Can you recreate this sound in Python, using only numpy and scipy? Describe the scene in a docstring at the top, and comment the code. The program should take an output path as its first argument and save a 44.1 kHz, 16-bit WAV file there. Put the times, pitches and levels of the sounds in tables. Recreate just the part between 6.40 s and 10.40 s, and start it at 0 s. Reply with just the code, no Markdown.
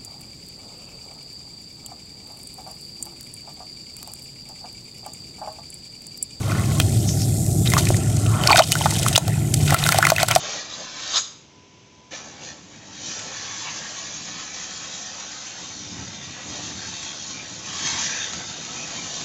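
"""An open yard, the microphone close to a bucket of muddy water, over a low rumble and a high hiss.
A hand stirs the water, dunks a block of packed sand and lifts it out, streaming. The block snaps;
grit pours and wet lumps plop in, each clicking on the surface and trapping a bubble that rings.
The bucket resonates, and the microphone's limiter ducks the background after each loud plop."""
import sys
import numpy as np
from scipy import signal
from scipy.fft import rfft, irfft, next_fast_len
from scipy.io import wavfile
from scipy.ndimage import uniform_filter1d, map_coordinates

SR = 44100
rng = np.random.default_rng(int(sys.argv[2]) if len(sys.argv) > 2 else 0)


def put_to_file(sound):
    """Save the sound as 16-bit audio at rate SR, in the file named by the first command-line argument."""
    columns = np.atleast_2d(sound).T  # one column per channel
    safe = np.clip(columns, -1, 1)
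    whole_steps = np.round(safe * 32767)
    wavfile.write(sys.argv[1], SR, whole_steps.astype(np.int16))


N = 176400  # 4 s


def amp(db):
    """Decibels to gain."""
    return 10 ** (np.asarray(db) / 20)


def unit(x):
    """Scale to rms 1."""
    return x / np.sqrt(np.mean(x ** 2) + 1e-20)


def level(rows):
    """Gain per sample from (t/s, level/dB) points."""
    return amp(np.interp(np.arange(N) / SR, *np.transpose(rows)))


def wobble(per_s):
    """A smooth random curve with per_s knots a second."""
    return map_coordinates(rng.standard_normal(400), [np.arange(N) * per_s / SR], mode="wrap")


def add(track, start, sound):
    """Mix a sound in at start seconds."""
    part = track[max(round(start * SR), 0):][:len(sound)]
    part += sound[:len(part)]


def filtered(x, response):
    """x through a complex response of frequency."""
    size = next_fast_len(N + SR // 2)
    return irfft(rfft(x, size) * response(np.fft.rfftfreq(size, 1 / SR)), size)[:N]


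def coloured(x, points, size=2048):
    """x through a causal filter of unit power, shaped by (f/Hz, level/dB) points."""
    hz, db = np.transpose(points)
    gain = amp(np.interp(np.log(np.fft.rfftfreq(size, 1 / SR) + 1), np.log(hz), db))
    cepstrum = irfft(np.log(gain))
    cepstrum[1:size // 2] *= 2  # fold to minimum phase
    cepstrum[size // 2 + 1:] = 0
    kernel = irfft(np.exp(rfft(cepstrum)))
    return signal.fftconvolve(x, kernel / np.linalg.norm(kernel))[:len(x)]


def resonant(x, modes):
    """x through a set of (f/Hz, width/Hz, level/dB) resonances."""
    return filtered(x, lambda f: sum(amp(db) * 1j * f * width / (hz * hz - f * f + 1j * f * width)
                                     for hz, width, db in modes))


def gliding_noise(rows, width_hz):
    """Noise in one gliding resonance, from (t/s, level/dB, f/Hz) points."""
    times, db, hz = np.transpose(rows)
    phase = 2 * np.pi * np.cumsum(np.interp(np.arange(N) / SR, times, hz)) / SR
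    a, b = (unit(filtered(noise, lambda f: 1 / (1 + (f / width_hz) ** 2)))
            for noise in rng.standard_normal((2, N)))
    return level(np.transpose([times, db])) * (a * np.cos(phase) + b * np.sin(phase))


def grains(per_s, hz, spread, cycles, scatter_db, pool, samples):
    """A stream of tiny ringing grains of random pitch and strength, rms 1."""
    when, chance = rng.random((2, pool))
    sounding = chance < per_s * N / SR / pool
    pitch = np.clip(hz * np.exp(spread * rng.standard_normal((pool, 1))), 300, 15000)
    strength = sounding * amp(scatter_db * np.minimum(rng.exponential(size=pool), 3.5))
    turns = pitch * np.arange(samples) / SR
    waves = strength[:, None] * np.sin(2 * np.pi * turns) * amp(-60 * turns / cycles)
    positions = (when * N).astype(int)[:, None] + np.arange(samples)
    return unit(np.bincount(positions.ravel(), waves.ravel(), N)[:N])


def swell(t, length):
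    """An envelope that rises to 1 at half of length, then dies away."""
    u = 2 * t / length
    return u * np.exp((1 - u ** 2) / 2)


def echo(x, t60):
    """A diffuse tail that starts just after the sound."""
    t = np.arange(SR // 2) / SR
    tail = rng.standard_normal(len(t)) * amp(-60 * t / t60) * (t > .0015)
    return signal.fftconvolve(x, tail / np.linalg.norm(tail))[:N]


# Low background of the yard: f/Hz, level/dB
RUMBLE_SPECTRUM = [(15, -64), (25, -33.5), (88, -3), (113, 2.5), (262, -16), (313, -14), (374, -17),
                   (477, -26.5), (534, -36.5), (588, -25), (795, -25.5), (860, -43.5), (988, -67),
                   (1070, -73), (1200, -106), (1560, -85), (2640, -120)]
# Its rise and fall: t/s, level/dB
RUMBLE_LEVEL = [(0, -25.5), (.25, -20), (.9, -20.5), (1.2, -18.5), (1.95, -20.5), (2.3, -24), (2.7, -22),
                (3.0, -23.5), (3.25, -19), (3.6, -24.5), (4, -20)]

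def rumble():
    """Deep noise that drifts in level behind the bucket."""
    hz, db = np.transpose(RUMBLE_SPECTRUM)
    shape = lambda f: amp(np.interp(np.log(f + 1), np.log(hz), db, right=-120))
    return level(RUMBLE_LEVEL) * unit(filtered(rng.standard_normal(N), shape))


# Hum in the background: t/s, lower note level/dB, upper note level/dB
HUM_LEVELS = [(0, -35, -40), (.3, -19.5, -21), (1.0, -25, -52), (1.7, -19.5, -36), (2.0, -25.5, -27),
              (2.4, -44, -27), (2.9, -26, -24), (3.25, -43, -22), (3.6, -30, -20.5), (4, -42, -27)]

def hum(lower_hz=103.6, upper_hz=148.7):
    """Two low notes, each wavering in pitch and level."""
    times, lower_db, upper_db = np.transpose(HUM_LEVELS)
    out = np.zeros(N)
    for hz, db in (lower_hz, lower_db), (upper_hz, upper_db):
        gain = level(np.transpose([times, db])) * amp(0.59 * wobble(9.8))
        pitch = hz + 3 * wobble(14)
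        out += gain * np.sin(2 * np.pi * np.cumsum(pitch) / SR)
    return out


# Open-air hiss and its airy top: f/Hz, level/dB
HISS_SPECTRUM = [(500, -13), (1000, -34), (2000, -26), (3500, -10.5), (5000, -5.5), (6300, -2), (7500, 3.5),
                 (8800, 1), (10000, -6.5), (12500, -9.5), (15500, -29)]
AIR_SPECTRUM = [(1000, -32), (4000, -45), (7000, 5), (9000, 2), (12500, 2), (15500, -12)]
# Each swells and fades on its own: t/s, level/dB
HISS_LEVEL = [(0, -42.5), (.5, -35), (.9, -34), (1.15, -32.5), (1.7, -34), (2.5, -35.5), (3.0, -38.5),
              (4, -34)]
AIR_LEVEL = [(0, -48), (.5, -42), (.75, -38.5), (1.15, -38), (1.4, -33), (1.65, -63), (2.3, -39),
             (2.8, -46), (3.15, -41), (3.5, -32), (4, -46)]
# Drifting patches in the hiss: f/Hz, depth/dB
HISS_DRIFT = [(2800, 5.5), (4200, 1.8)]

def hiss():
    """A high, patchy, finely grained outdoor hiss with a smooth top."""
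    f, _, spectra = signal.stft(rng.standard_normal(N), SR, nperseg=512)
    patches = uniform_filter1d(rng.standard_normal(spectra.shape), size=6, axis=0)
    patches = unit(uniform_filter1d(patches, size=16, axis=1))
    depth_db = np.interp(f, *np.transpose(HISS_DRIFT))[:, None]
    patchy = signal.istft(spectra * amp(depth_db * patches), nperseg=512)[1][:N]
    grainy = unit(patchy * amp(3.1 * wobble(700)))
    air = level(AIR_LEVEL) * coloured(rng.standard_normal(N), AIR_SPECTRUM)
    return level(HISS_LEVEL) * coloured(grainy, HISS_SPECTRUM) + air


# Water churned by the hand, close to the microphone: t/s, level/dB
SLOSH_LEVEL = [(0, -40.5), (.12, -35), (.3, -37.5), (.52, -44.5), (.88, -47.5), (1.22, -53), (1.34, -32),
               (1.45, -37), (1.65, -40.5), (1.82, -43.5), (1.98, -37.5), (2.12, -20.5), (2.25, -39),
               (2.5, -33), (2.8, -34), (3.2, -46), (3.35, -32.5), (4, -33)]
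# Its colour: f/Hz, level/dB
SLOSH_SPECTRUM = [(300, -4.5), (700, -3.5), (1150, -16), (1700, -9), (2300, -4.5), (3200, -1.5),
                  (6000, -13), (15000, -51)]
# Water welling up round the hand and block: t/s, level/dB, f/Hz
WELLING = [(0, -48, 1000), (.12, -39, 1333), (.2, -37.5, 1114), (.4, -70, 1090), (1.75, -53, 1300),
           (1.88, -43, 1213), (1.95, -29.5, 1093), (2.04, -32, 979), (2.14, -48, 880), (2.3, -65, 895)]

def slosh():
    """Stirred water: a wash of small soft bubbles and a hollow swell."""
    bubbles = grains(per_s=900, hz=1308, spread=0.47, cycles=41, scatter_db=4, pool=5000, samples=800)
    wash = unit(coloured(bubbles + 0.76 * rng.standard_normal(N), SLOSH_SPECTRUM))
    return level(SLOSH_LEVEL) * wash + gliding_noise(WELLING, width_hz=260)


# Wet sand at close range: t/s, level/dB
CRACKLE_LEVEL = [(0, -42.5), (.45, -38), (.6, -38.5), (1.22, -80), (1.3, -37), (1.48, -32.5), (1.62, -49),
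                 (1.98, -40), (2.15, -30), (2.28, -25.5), (2.36, -30.5), (2.55, -28.5), (2.68, -26),
                 (2.8, -36.5), (3.05, -48.5), (3.24, -32), (3.5, -26), (4, -22.5)]
# Its colour: f/Hz, level/dB
CRACKLE_SPECTRUM = [(500, -4), (1500, -30), (3000, -2.5), (5000, -4), (8000, 4), (11000, 0), (15500, -3)]

def crackle():
    """Soaked sand fizzes in uneven flurries of tiny ticks."""
    fizz = grains(per_s=2400, hz=5820, spread=0.43, cycles=12, scatter_db=4, pool=12000, samples=150)
    flurries = amp(6.2 * np.tanh(wobble(110)))
    return level(CRACKLE_LEVEL) * unit(coloured(fizz, CRACKLE_SPECTRUM) * flurries)


# Drops and lumps landing near the microphone: t/s, bubble level/dB, f/Hz, t60/s, click level/dB
PLOPS = [(0.099, -21, 1060, 0.03, -34), (0.119, -18, 1390, 0.013, -19), (.197, -34, 1840, 0.019, -19),
         (.4003, 4.5, 3180, 0.007, 1), (1.2744, -6.5, 3830, 0.012, -22), (1.319, -21, 2020, 0.043, -14),
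         (1.3368, -13, 2080, 0.013, -1.5), (1.338, -16.5, 925, 0.049, -27), (1.367, -7, 1117, 0.032, -18),
         (1.381, -13, 920, 0.018, -10), (1.544, -16, 1840, 0.0097, -28), (1.864, -13.5, 2850, 0.0082, -20),
         (2.037, -12.5, 3000, 0.017, -11), (2.0975, 0.5, 2800, 0.0064, -15), (2.1054, 6.5, 880, 0.017, -9),
         (2.114, -2, 4450, 0.023, -24), (2.1215, -4, 773, 0.074, -4), (2.1293, 7, 2340, 0.011, -16),
         (2.160, -1.5, 1490, 0.014, -19), (2.180, 3, 3700, 0.0078, 2.5), (2.194, 10.5, 1187, 0.015, 5),
         (2.2213, 2.5, 3020, .012, -7), (2.3252, -7, 2910, 0.022, -9), (2.3536, -12.5, 1455, 0.025, -8),
         (2.411, -10, 840, 0.017, -25), (2.417, -13.5, 3000, 0.013, -25), (2.4583, -1, 793, 0.023, -11),
         (2.463, -13, 1380, 0.02, -32), (2.5235, -17.5, 816, 0.024, -24), (2.6635, -5.5, 1200, 0.011, -32),
         (2.751, -10, 2790, 0.039, -14), (2.7577, 1, 3380, 0.014, -1.5), (2.7781, 6.5, 710, 0.012, 5),
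         (2.880, -10, 690, 0.013, -10), (3.293, -22.5, 1410, 0.035, -15), (3.3063, -12, 1920, 0.016, -3),
         (3.3228, 1, 744, 0.0097, -20), (3.3443, 3, 1310, 0.023, 12.5), (3.439, 4, 3900, 0.0053, -6),
         (3.4643, -10, 1520, 0.017, -7), (3.490, -9, 1330, 0.025, 3.5), (3.5223, -7, 2200, 0.024, 7),
         (3.527, -4.5, 1550, .013, -4), (3.545, -4, 700, 0.024, -4.5), (3.5862, 5, 698, 0.034, 10),
         (3.6047, -11, 1450, .02, -12), (3.6268, 11, 1450, 0.0076, -0.5), (3.641, 5, 1350, 0.0084, -13),
         (3.652, 9.5, 2140, 0.0092, 2), (3.6685, 10, 1170, 0.013, 5.5), (3.7012, 1, 1450, 0.028, 15.5),
         (3.7197, 11, 602, 0.023, 3), (3.7632, -4.5, 2550, 0.025, -0.5), (3.7823, 1, 1980, 0.013, -3),
         (3.8307, 10, 636, 0.018, 15.5), (3.8853, -13, 1440, 0.036, 6.5), (3.912, -4, 2300, 0.014, 9.5),
         (3.961, 11.5, 656, 0.037, 12)]
# Colour of the click on the surface: f/Hz, level/dB
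CLICK_SPECTRUM = [(200, -40), (430, -1), (650, 7.5), (1500, 5.5), (4000, 7.5), (8000, 6.5), (12000, -1.5),
                  (16000, 3)]
CHIRP_HZ_PER_S, ONSET_S, CLICK_T60_S = 11900, 0.00045, 0.007
FROTH_DB, FROTH_LOG_SPREAD, FROTH_DELAY_S, FROTH_CYCLES = -13, 0.29, 0.002, 9.8

def plops():
    """Each drop clicks on the surface, then its trapped bubble rings and rises in pitch."""
    bubbles, clicks, t = np.zeros(N), np.zeros(N), np.arange(SR // 10) / SR
    onset = 1 - np.exp(-t / ONSET_S)
    for start, db, hz, t60, click_db in PLOPS:
        turns = hz * t + CHIRP_HZ_PER_S * t ** 2 / 2
        add(bubbles, start, amp(db - 60 * t / t60) * onset * np.sin(2 * np.pi * turns))
        # Muddy water breaks each bubble into a froth of smaller ones.
        for shift, delay in zip(rng.exponential(size=6), rng.exponential(size=6)):
            cycles = hz * np.exp(FROTH_LOG_SPREAD * min(shift, 2)) * t
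            froth = amp(db + FROTH_DB - 60 * cycles / FROTH_CYCLES) * np.sin(2 * np.pi * cycles)
            add(bubbles, start + FROTH_DELAY_S * delay, froth)
        spray = 0.46 * rng.standard_normal(len(t)) * amp(-60 * t / CLICK_T60_S)
        spray[0] = 2.17  # the impact itself
        add(clicks, start, amp(click_db) * spray)
    return bubbles + coloured(clicks, CLICK_SPECTRUM)


# Air in the bucket as the hand draws out: t/s, level/dB
HOLLOW_LEVEL = [(.18, -65), (.27, -45), (.39, -37), (.43, -83)]
# Its resonances: f/Hz, width/Hz, level/dB
HOLLOW_MODES = [(690, 30, -5), (1078, 15, 2)]

def hollow():
    """Churning water sets the bucket's air ringing faintly."""
    return level(HOLLOW_LEVEL) * unit(resonant(rng.standard_normal(N), HOLLOW_MODES))


# Close wet slaps and sand cracks: t/s, level/dB, centre f/Hz, length/s
SPLATS = [(.414, -26, 4040, 0.0041), (0.689, -27, 3250, 0.0033), (0.818, -23, 6120, 0.0028),
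          (1.063, -27, 7590, 0.0028), (1.253, -27, 2900, 0.024), (1.301, -16, 8900, 0.0031),
          (1.376, -18, 5300, 0.021), (1.454, -16.5, 6040, 0.0013), (1.468, -23, 1950, 0.006),
          (1.487, -18, 7060, 0.0041), (1.566, -22, 7140, 0.0052), (1.769, -24, 5900, 0.002),
          (2.062, -27, 7540, 0.0042), (2.0729, -3.5, 4580, 0.003), (2.158, -9, 2900, 0.0029),
          (2.167, -11.5, 5260, 0.0094), (2.183, -9, 3650, 0.023), (2.231, -16, 4470, 0.013),
          (2.288, -21, 8450, .002), (2.3198, -1.5, 6040, 0.0019), (2.3255, -11, 8400, 0.002),
          (2.584, -24, 7390, .002), (2.678, -21, 8500, .005), (2.6842, -10, 8100, 0.0024),
          (2.728, -19.5, 5140, 0.0052), (2.7615, 6.5, 4170, 0.0027), (2.777, -1, 6450, 0.0049),
          (3.1388, -11, 7170, 0.005), (3.275, -22.5, 3130, 0.013), (3.379, -18.5, 4500, 0.023),
          (3.558, -20, 3200, 0.0061), (3.702, 5, 5700, 0.0025), (3.9514, -4.5, 6100, 0.0025)]

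def splats(q=1.57, scatter_db=8.5, top_hz=12000):
    """Short clusters of tiny wet snaps, with no clear pitch."""
    out, t = np.zeros(N), np.arange(SR // 10) / SR
    for start, db, hz, length in SPLATS:
        envelope = swell(t, length)
        snaps = rng.standard_normal(len(t)) * amp(scatter_db * rng.standard_normal(len(t)))
        burst = signal.lfilter(*signal.iirpeak(hz, q, fs=SR), envelope * snaps)
        burst *= np.linalg.norm(envelope) / np.linalg.norm(burst)
        add(out, start - .0004, amp(db) * burst)
    return filtered(out, lambda f: 1 / np.sqrt(1 + (f / top_hz) ** 8))


# The dry block leaving the ground, outside the bucket: t/s, level/dB, f/Hz
SCRAPE = [(.52, -47, 4600), (.65, -42, 5940), (.69, -26, 6030), (.75, -38, 6030), (.78, -36, 5160),
          (.83, -33, 5380), (.87, -46, 5270), (.95, -65, 5140)]

def scrape():
    """Dry sand rubs unevenly under the block as it is picked up."""
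    return gliding_noise(SCRAPE, width_hz=850) * amp(2.9 * wobble(93))


# A dull bump from under the water: f/Hz, level/dB, t60/s
KNOCK_MODES = [(180, -16, 0.038), (370, -11.5, 0.017), (623, -7, 0.017)]

def knock(start_s=1.5045):
    """The sinking block bumps the bucket, which rings low and briefly."""
    out, t = np.zeros(N), np.arange(SR // 10) / SR
    for hz, db, t60 in KNOCK_MODES:
        add(out, start_s, amp(db - 60 * t / t60) * np.sin(2 * np.pi * hz * t))
    return out


# Water gulping into the hole as the block is pulled out: t/s, level/dB, starting f/Hz, length/s
GLUGS = [(2.087, -10, 1084, 0.0095), (2.107, -5, 990, 0.008), (2.141, -7, 650, 0.014),
         (2.181, -7, 690, 0.02), (2.194, 4.5, 574, 0.017)]

def glugs(rise_hz_per_s2=890000):
    """Large bubbles swell, their pitch climbing ever faster as the hole closes."""
    out, t = np.zeros(N), np.arange(SR // 12) / SR
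    for start, db, hz, length in GLUGS:
        turns = hz * t + rise_hz_per_s2 * t ** 3 / 3
        add(out, start, amp(db) * swell(t, length) * np.sin(2 * np.pi * turns))
    return out


# Grit falling on the water, close to the microphone: t/s, level/dB
POUR_LEVEL = [(3.2, -40.5), (3.28, -39), (3.33, -26), (3.37, -25), (3.45, -27), (3.55, -27.5), (3.68, -24),
              (3.75, -26), (3.81, -19), (3.86, -31.5), (3.91, -11.5), (3.96, -24), (4, -42)]
# Its colour: f/Hz, level/dB
POUR_SPECTRUM = [(300, -31.5), (700, 8.5), (1400, -1), (2500, 4.5), (4500, 1), (8000, -3), (12000, 8),
                 (15500, -17)]

def pour():
    """Once the block is broken, loose grit patters into the bucket in clumps."""
    grit = grains(per_s=2000, hz=3300, spread=0.767, cycles=14, scatter_db=3, pool=10000, samples=300)
    clumps = amp(6.7 * np.tanh(wobble(90)))
    broken = np.arange(N) / SR > POUR_LEVEL[0][0]
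    return broken * level(POUR_LEVEL) * unit(coloured(grit, POUR_SPECTRUM) * clumps)


# Resonances of the bucket, heard from close by: f/Hz, width/Hz, level/dB
BUCKET_MODES = [(335, 12, 2.5), (646, 30, -3), (1077, 24, -6), (1357, 43, -1), (1454, 63, -0.5),
                (2052, 143, -1.5), (2490, 60, -5.5)]
WALL_DB, WALL_T60_S, YARD_DB, YARD_T60_S = -10.5, 0.013, -18.5, 0.16
LOW_CUT_HZ = 254  # the water and sand sounds are thinned below this

def scene():
    """At the microphone, in mono: water and sand ring the bucket and echo off its wall and the yard."""
    wet = plops() + glugs() + splats() + slosh() + crackle() + pour()
    wet = filtered(wet, lambda f: (1j * f / (LOW_CUT_HZ + 1j * f)) ** 2)
    bucket = resonant(wet, BUCKET_MODES) + amp(WALL_DB) * echo(wet, WALL_T60_S)
    yard = amp(YARD_DB) * echo(wet, YARD_T60_S)
    return (wet + bucket + yard + hollow() + knock() + scrape() + rumble() + hum() + hiss())[None]


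LIMIT_RMS, RELEASE_DB_PER_S, CLIP_PEAK, TOP_HZ = 0.54, 90.5, 0.87, 15800

def record(dry):
    """The microphone's fast limiter recovers steadily; sharp clicks slip past and clip; then a low-pass."""
    loudness = np.sqrt(np.abs(uniform_filter1d(dry[0] ** 2, size=45)))  # rms over a millisecond
    over_db = 20 * np.log10(np.maximum(loudness / LIMIT_RMS, 1))
    release_db = RELEASE_DB_PER_S * np.arange(N) / SR
    cut_db = np.maximum.accumulate(over_db + release_db) - release_db
    limited = dry[0] * uniform_filter1d(amp(-cut_db), size=21)
    clipped = limited / (1 + (limited / CLIP_PEAK) ** 10) ** (1 / 10)
    return filtered(clipped, lambda f: f < TOP_HZ)[None]


dry = scene()
out = record(dry)
put_to_file(out)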